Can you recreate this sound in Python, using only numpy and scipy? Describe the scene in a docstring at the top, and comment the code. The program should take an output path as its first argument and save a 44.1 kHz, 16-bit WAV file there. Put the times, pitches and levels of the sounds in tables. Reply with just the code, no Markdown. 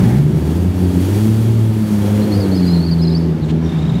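"""A six-cylinder sports car creeps through a concrete garage, revs rising and sinking.
Uneven firings and gas puffs make the exhaust hum, burble and rasp under a hissing, ringing engine bay.
A tyre sticks and slips on the smooth floor: squeals in the turn, then scuffs and chatter.
Another car idles across the hall. Exhaust noise and tyre carry the hall's diffuse tail."""
import sys
import numpy as np
from scipy import signal
from scipy.fft import rfft, irfft
from scipy.io import wavfile
from scipy.ndimage import uniform_filter1d, minimum_filter1d

SR = 44100
rng = np.random.default_rng(int(sys.argv[2]) if len(sys.argv) > 2 else 0)


def wrap_up_sound(samples):
    """Save the sound to the file named by the first command line argument, as 16-bit audio."""
    columns = np.atleast_2d(samples).T
    # keep every value between -1 and 1, then stretch to whole-number steps
    tamed = np.clip(columns, -1, 1)
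    steps = np.round(tamed * 32767).astype(np.int16)
    wavfile.write(sys.argv[1], SR, steps)


N = 176400
T = np.arange(N) / SR

# (time [s], firing rate [Hz], relative level of harmonic 3 [dB])
REVS = [(0.0, 51.56, -31), (0.08, 56.63, -28), (0.17, 68.5, -14), (0.21, 72.53, -35), (0.33, 76.69, -26),
        (0.47, 75.83, -39), (0.6, 87.42, -27.5), (0.78, 91.14, -22), (0.99, 89.18, -18.5),
        (1.24, 108.5, -26.5), (1.5, 113.3, -28), (1.79, 108.5, -26.5), (2.02, 102, -28.5),
        (2.26, 105.9, -24), (2.64, 89.1, -20.5), (2.82, 83.32, -26), (3.25, 82.75, -24), (3.45, 77.02, -25),
        (3.61, 81.72, -20), (3.79, 79.84, -32), (3.95, 63.55, -29), (4.0, 61.1, -17)]
# relative engine levels (time [s], burble [dB], rasp [dB], hiss [dB])
LEVELS = [(0.0, -15.5, -27, -39.5), (0.13, -24, -33.5, -41.5), (0.26, -29.5, -37.5, -48),
          (0.53, -26.5, -36.5, -42), (0.68, -27, -37.5, -45.5), (0.73, -30, -37, -47.5),
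          (0.79, -25, -37, -43.5), (1.17, -27.5, -34.5, -37.5), (1.71, -32.5, -39, -45),
          (1.95, -32.5, -35, -41), (2.1, -28.5, -32.5, -40), (2.76, -26.5, -35.5, -46),
          (2.81, -28.5, -37, -48.5), (3.6, -26.5, -38.5, -60), (3.7, -29, -34.5, -54), (4.0, -27, -34, -64)]


def exhaust_hum(firing_hz, cycles, shimmer=0.11, rough=0.46, lope=0.49, smear_rad=0.8):
    """Firing harmonics 1-3, plus rough overtones that lope once per crank turn."""
    # harmonic 1 (time [s], relative level [dB])
    bass = [(0.0, -23), (0.05, -29), (0.18, -25), (0.7, -13.5), (0.73, -21.5), (0.88, -11.5), (0.93, -22),
            (0.98, -14.5), (1.64, -10.5), (1.84, -19), (1.9, -25), (1.98, -18), (2.17, -12.5),
            (2.28, -23.5), (2.39, -12), (2.45, -19.5), (3.32, -23.5), (3.35, -29), (3.69, -21), (3.72, -31),
            (3.81, -24), (4.0, -29)]
    # harmonic 2 (time [s], relative level [dB])
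    drone = [(0.0, -14.5), (0.26, -10), (0.31, -21), (0.37, -12), (0.41, -33), (0.44, -18), (0.7, -18),
             (0.72, -24), (0.85, -15), (0.92, -24), (0.97, -10.5), (1.06, -32), (1.15, -21), (1.24, -13),
             (1.39, -21.5), (1.73, -23), (1.83, -13.5), (1.87, -22.5), (1.93, -11.5), (2.02, -19.5),
             (2.17, -14.5), (2.46, -19), (2.48, -15), (2.8, -11.5), (2.86, -22.5), (2.9, -12), (3.33, -14),
             (3.39, -25.5), (3.43, -14.5), (3.5, -21.5), (3.53, -12), (3.68, -20.5), (3.7, -25),
             (3.78, -9.5), (3.82, -19), (4.0, -22.5)]
    # (harmonic, level re burble [dB], growl slope [dB/dB])
    overtones = [(4,-7.5,.5),(5,-8.5,1.32),(6,-20.5,0.5),(7,-22,1.1)]
    # overtone lift under throttle (time [s], gain [dB])
    growl = [(0,-6),(.35,7),(.6,-6),(1.05,-3.5),(1.35,-7.5),(1.9,-1),(2.1,3.5),(2.55,1.5),(2.85,-6.5),(3.6,0.5),(4,-12)]
    # pipe resonances (centre [Hz], half-width [Hz], peak [dB])
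    pipes = [(345,71,2.5),(510,15,2.5)]
    out = np.zeros(N)
    for k, db in enumerate([curve(bass)[0] - 1, curve(drone)[0] - 0.5, curve(REVS)[1] - 1.5], 1):
        out += amp(db) * (1 + shimmer * drift(29)) * np.cos(2 * np.pi * (k * cycles + rng.random()))
    burble_db, growl_db = curve(LEVELS)[0], curve(growl)[0]
    crank_turns = cycles / 3
    for k, db, slope in overtones:
        pipe_db = sum(peak / (1 + ((k * firing_hz - hz) / width) ** 2) for hz, width, peak in pipes)
        gain = amp(burble_db + slope * growl_db + db + pipe_db) * (1 + rough * drift(26.7))
        gain *= 1 + lope * np.cos(2 * np.pi * (crank_turns + rng.random()))
        out += gain * np.cos(2 * np.pi * k * cycles + smear_rad * drift(22))
    return np.sqrt(2) * out


def firings(cycles, cylinder_spread=0.45, burn_spread=0.4):
    """One pulse per firing; the six cylinders differ, and so does each burn."""
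    at = np.flatnonzero(np.diff(np.floor(cycles)))
    cylinders = rng.standard_normal(6)
    imbalance = np.resize(unit(cylinders - cylinders.mean()), len(at))
    pulses = np.zeros(N)
    pulses[at] = cylinder_spread * imbalance + burn_spread * rng.standard_normal(len(at))
    return unit(pulses)


def puffs(cycles, steady, decay_cycles=0.28):
    """Turbulence bursting out with each firing, over a steady share."""
    return unit((steady + np.exp(-(cycles % 1) / decay_cycles)) * rng.standard_normal(N))


def exhaust_noise(cycles, room_db=0.5):
    """Rumble and burble from firings and puffs, rasp from puffs and the hall tail of firings and puffs; all
    with hall tail."""
    # rumble of uneven firing, strongest at low revs (time [s], relative level [dB])
    uneven = [(0,-6.5),(.17,-21),(.3,-19),(.9,-25.5),(1.5,-28),(2.1,-28.5),(2.5,-24.5),(2.85,-26.5),(3.25,-30.5),(3.45,-23.5),(3.7,-25.5),(3.85,-26),(4,-18.5)]
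    # spectra (frequency [Hz], relative density [dB])
    rumble_spectrum = [(20,-50),(45,-19),(65,-2.5),(100,4),(140,4.5),(215,8.5),(270,-5),(350,-14),(600,-50)]
    burble_spectrum = [(50,-55),(100,-32.5),(220,-2.5),(320,1.5),(400,-2),(480,-9),(600,-14),(900,-21.5),(2000,-60)]
    rasp_spectrum = [(80,-46),(300,-70),(600,2),(820,-0.5),(1050,-3.5),(1800,-7.5),(2600,-12),(3400,-13),(6000,-21.5),(10000,-32.5),(16000,-53)]
    burble_db, rasp_db, _ = curve(LEVELS)
    low = firings(cycles) + 0.5 * puffs(cycles, steady=0.32)
    mid = firings(cycles) + 0.87 * puffs(cycles, steady=0.33)
    rumble = colour(low + amp(room_db) * garage(low), rumble_spectrum)
    burble = colour(mid + amp(room_db) * garage(mid), burble_spectrum)
    rasp = colour(puffs(cycles, steady=2.4) + 0.66 * unit(garage(mid)), rasp_spectrum)
    return amp(curve(uneven)[0] + 1.5) * rumble + amp(burble_db + 2) * burble + amp(rasp_db - 0.5) * rasp


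def exhaust_splutter():
    """Two splutters as the throttle lifts."""
    # (start [s], length [s], from [Hz], to [Hz], width [Hz], level [dB])
    splutters = [(2.415,0.056,417,378,180,-24.5),(2.485,.075,572,560,260,-30)]
    return bursts(splutters)


def boom(hz=165):
    """Low tone lingering as the revs sink."""
    # (time [s], level [dB])
    swell = [(3.7,-60),(3.79,-25),(3.9,-16),(4,-16)]
    return np.sqrt(2) * amp(curve(swell)[0]) * np.sin(2 * np.pi * hz * T)


def bay_hiss(cycles, flutter_db=0.8):
    """Engine-bay turbulence, pulsing faintly with the firings."""
    # (frequency [Hz], relative density [dB])
    spectrum = [(200,-35),(800,-8),(2500,4.5),(3400,3.5),(4600,1.5),(5600,0.5),(8000,1.5),(11000,1.5),(14000,-0.5),(16000,-5)]
    level_db = curve(LEVELS)[2] + 1.5 + flutter_db * drift(22)
    return amp(level_db) * colour(puffs(cycles, steady=5.7), spectrum)


def bay_rings(flicker_db=3.0):
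    """Flickering metallic resonances that follow the hiss level."""
    # (centre [Hz], width [Hz], relative level [dB])
    modes = [(3287,170,-15),(4560,232,-12.5),(5640,120,-19),(6530,410,-18.5)]
    rings = sum(amp(db + flicker_db * drift(7.3)) * band(hz, width) for hz, width, db in modes)
    return amp(curve(LEVELS)[2]) * rings


def whine(end_s=0.22, fade_s=0.07):
    """Rough whine as the engine pulls up from idle."""
    # (centre [Hz], width [Hz], level [dB])
    bands = [(787,115,-35.5),(1936,970,-42.5)]
    fade = np.clip((end_s - T) / fade_s, 0, 1)
    return fade * sum(amp(db) * band(hz, width) for hz, width, db in bands)


def tyre_squeal(attack_s=0.007, trim_db=-2.5, octave_db=-27.5):
    """Tread blocks let go suddenly and slip in short gliding, scraping whistles."""
    # stick-slip chirps (start [s], length [s], from [Hz], to [Hz], relative level [dB])
    chirps = [(2.211,.045,4100,4280,-39),(2.317,0.044,4220,4460,-31),(2.334,0.074,4930,4690,-38.5),(2.398,0.056,4900,4190,-31),
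              (2.512,0.053,4280,4500,-33.5),(2.55,0.058,5000,4830,-34),(2.567,0.052,4200,4350,-32.5),(2.62,0.042,4550,4040,-33.5),
              (2.65,0.08,4580,5100,-34),(2.673,0.056,4180,4150,-32.5),(2.727,0.042,4230,4380,-30),(2.755,0.04,4090,4110,-32.5),(2.768,.014,4100,4270,-29),(2.794,0.033,4330,4450,-34),(2.823,0.038,4400,4500,-30.5),
              (2.861,0.019,4800,4340,-28.5),(2.879,0.025,4360,4180,-32),(2.908,0.037,4720,4310,-26.5),(2.985,0.037,4300,4080,-35),(3.098,0.014,3840,3860,-36),(3.013,0.036,4850,5240,-32.5),
              (3.029,0.02,4450,4400,-33),(3.044,0.02,4230,4130,-30),(3.067,0.037,4900,4900,-33.5),(3.07,0.017,4520,4140,-28),(3.103,0.04,4800,5250,-36.5),
              (3.108,0.033,4480,4000,-34.5),(3.145,0.023,4540,4660,-24),(3.164,0.021,5030,5340,-31.5)]
    out = np.zeros(N)
    waver = 1 + 0.012 * drift(109)
    scrape = 1 + 0.38 * drift(380)
    for start_s, length_s, from_hz, to_hz, db in chirps:
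        u = np.linspace(0, 1, round(length_s * SR))
        envelope = np.minimum(u * length_s / attack_s, 1) * np.sqrt(1 - u ** 2)
        hz = (from_hz + (to_hz - from_hz) * u) * waver[round(start_s * SR):][:len(u)]
        phase = 2 * np.pi * np.cumsum(hz) / SR
        whistle = np.sin(phase) + amp(octave_db) * np.sin(2 * phase)
        add(out, start_s, np.sqrt(2) * amp(db + trim_db) * envelope * whistle)
    return out * scrape


def tyre_scuffs():
    """Rubber scuffing roughly over the floor."""
    # (start [s], length [s], from [Hz], to [Hz], width [Hz], level [dB])
    scuffs = [(3.416,0.041,4450,3600,600,-43.5),(3.484,0.033,2900,2800,3000,-36),(3.494,.024,6000,6000,9000,-46),(3.43,.075,6800,7000,4500,-53),(3.624,.062,5800,5450,550,-47.5)]
    return bursts(scuffs)


def tyre_chatter(start_s=3.652, rise_s=0.0084, slips_per_s=29, pitch_hz=3670, bend=0.04, level_db=-41.5):
    """Rubber catches and lets go unevenly; the squeak rises through each slip."""
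    # partials 2 and 3 (width [Hz], level re fundamental [dB])
    partials = [(800,-17),(800,-24)]
    slips = np.cumsum(slips_per_s * (1 + 0.25 * drift(9.3)) * (T > start_s)) / SR
    hz = pitch_hz * (1 + bend * (slips % 1 - 0.5) + 0.026 * drift(300) + 0.0103 * drift(13.4))
    squeak = np.sqrt(2) * np.sin(2 * np.pi * np.cumsum(hz) / SR)
    onset = np.clip((T - start_s) / rise_s, 0, 1)
    envelope = onset * np.abs(np.sin(np.pi * slips)) ** 1.3 * (1 + 0.5 * drift(120))
    fuzz = sum(amp(db) * band(k * pitch_hz, width) for k, (width, db) in enumerate(partials, 2))
    return amp(level_db) * envelope * (squeak + fuzz)


def idling_car():
    """Steady two-harmonic drone from across the hall."""
    # (frequency [Hz], level [dB])
    tones = [(37.5,-56),(75,-37)]
    sway_rad = 0.2 * drift(0.97)
    return np.sqrt(2) * sum(amp(db) * np.sin(2 * np.pi * hz * T + k * sway_rad)
                            for k, (hz, db) in enumerate(tones, 1))


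def garage(x):
    """Diffuse hall tail of x, shorter in the treble."""
    # (frequency [Hz], T60 [s])
    decay = [(100,0.9),(1000,1.12),(5000,0.63),(15000,0.29)]
    hz, t, noise = signal.stft(rng.standard_normal(SR), SR, nperseg=256)
    tail = signal.istft(noise * amp(-60 * t / log_interp(decay, hz)[:, None]), SR, nperseg=256)[1]
    return signal.fftconvolve(x, tail / np.linalg.norm(tail))[:N]


def bursts(table):
    """Rounded swells of gliding narrow-band noise."""
    out = np.zeros(N)
    for start_s, length_s, from_hz, to_hz, width_hz, db in table:
        u = np.linspace(0, 1, round(length_s * SR))
        envelope = np.abs(np.sin(np.pi * u)) ** 0.44
        grain = (drift(width_hz / 2) + 1j * drift(width_hz / 2))[:len(u)]
        carrier = np.exp(2j * np.pi * np.cumsum(from_hz + (to_hz - from_hz) * u) / SR)
        add(out, start_s, amp(db) * envelope * (grain * carrier).real)
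    return out


def band(hz, width_hz):
    """Noise in a narrow resonance, rms 1."""
    return ((drift(width_hz / 2) + 1j * drift(width_hz / 2)) * np.exp(2j * np.pi * hz * T)).real


def drift(rate_hz):
    """Noise low-passed at rate_hz, rms 1."""
    count = N // 8
    hz = np.fft.rfftfreq(count, N / count / SR)
    slow = irfft(rfft(rng.standard_normal(count)) / (1 + (hz / rate_hz) ** 4), count)
    return unit(np.interp(T, np.linspace(0, T[-1], count), slow))


def colour(x, spectrum):
    """x filtered by a spectrum, rms 1."""
    return unit(irfft(rfft(x) * amp(log_interp(spectrum, np.fft.rfftfreq(N, 1 / SR))), N))


def log_interp(table, hz):
    """Table value on a log-frequency axis."""
    knots_hz, values = np.transpose(table)
    return np.interp(np.log(hz + 1), np.log(knots_hz), values)


def curve(table):
    """Value columns of a time table, per sample."""
    times_s, *columns = np.transpose(table)
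    return [np.interp(T, times_s, column) for column in columns]


def amp(db):
    """dB to gain."""
    return 10 ** (np.asarray(db) / 20)


def unit(x):
    """x at rms 1."""
    return x / np.sqrt(np.mean(x ** 2) + 1e-20)


def add(mix, start_s, sound):
    """Mix sound in at start_s."""
    part = mix[round(start_s * SR):][:len(sound)]
    part += sound[:len(part)]


def scene(tyre_room_db=-11.5):
    """Sports car, tyre and idling car; mono."""
    firing_hz = curve(REVS)[0]
    cycles = np.cumsum(firing_hz) / SR
    tyre = tyre_squeal() + tyre_scuffs() + tyre_chatter()
    car = exhaust_noise(cycles) + bay_hiss(cycles) + exhaust_hum(firing_hz, cycles)
    car += exhaust_splutter() + bay_rings() + whine() + boom()
    return (car + idling_car() + tyre + amp(tyre_room_db) * garage(tyre))[None]


def record(dry, ceiling=0.8, limiter_s=0.012, cutoff_hz=15750):
    """Peak limiter, then low-pass."""
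    size = round(limiter_s * SR)
    needed_gain = ceiling / np.maximum(abs(dry), ceiling)
    gain = uniform_filter1d(minimum_filter1d(needed_gain, size), size)
    lowpass = signal.firwin(511, cutoff_hz, window=("kaiser", 9), fs=SR)
    return signal.oaconvolve(dry * gain, lowpass[None], "same")


dry = scene()
out = record(dry)
wrap_up_sound(out)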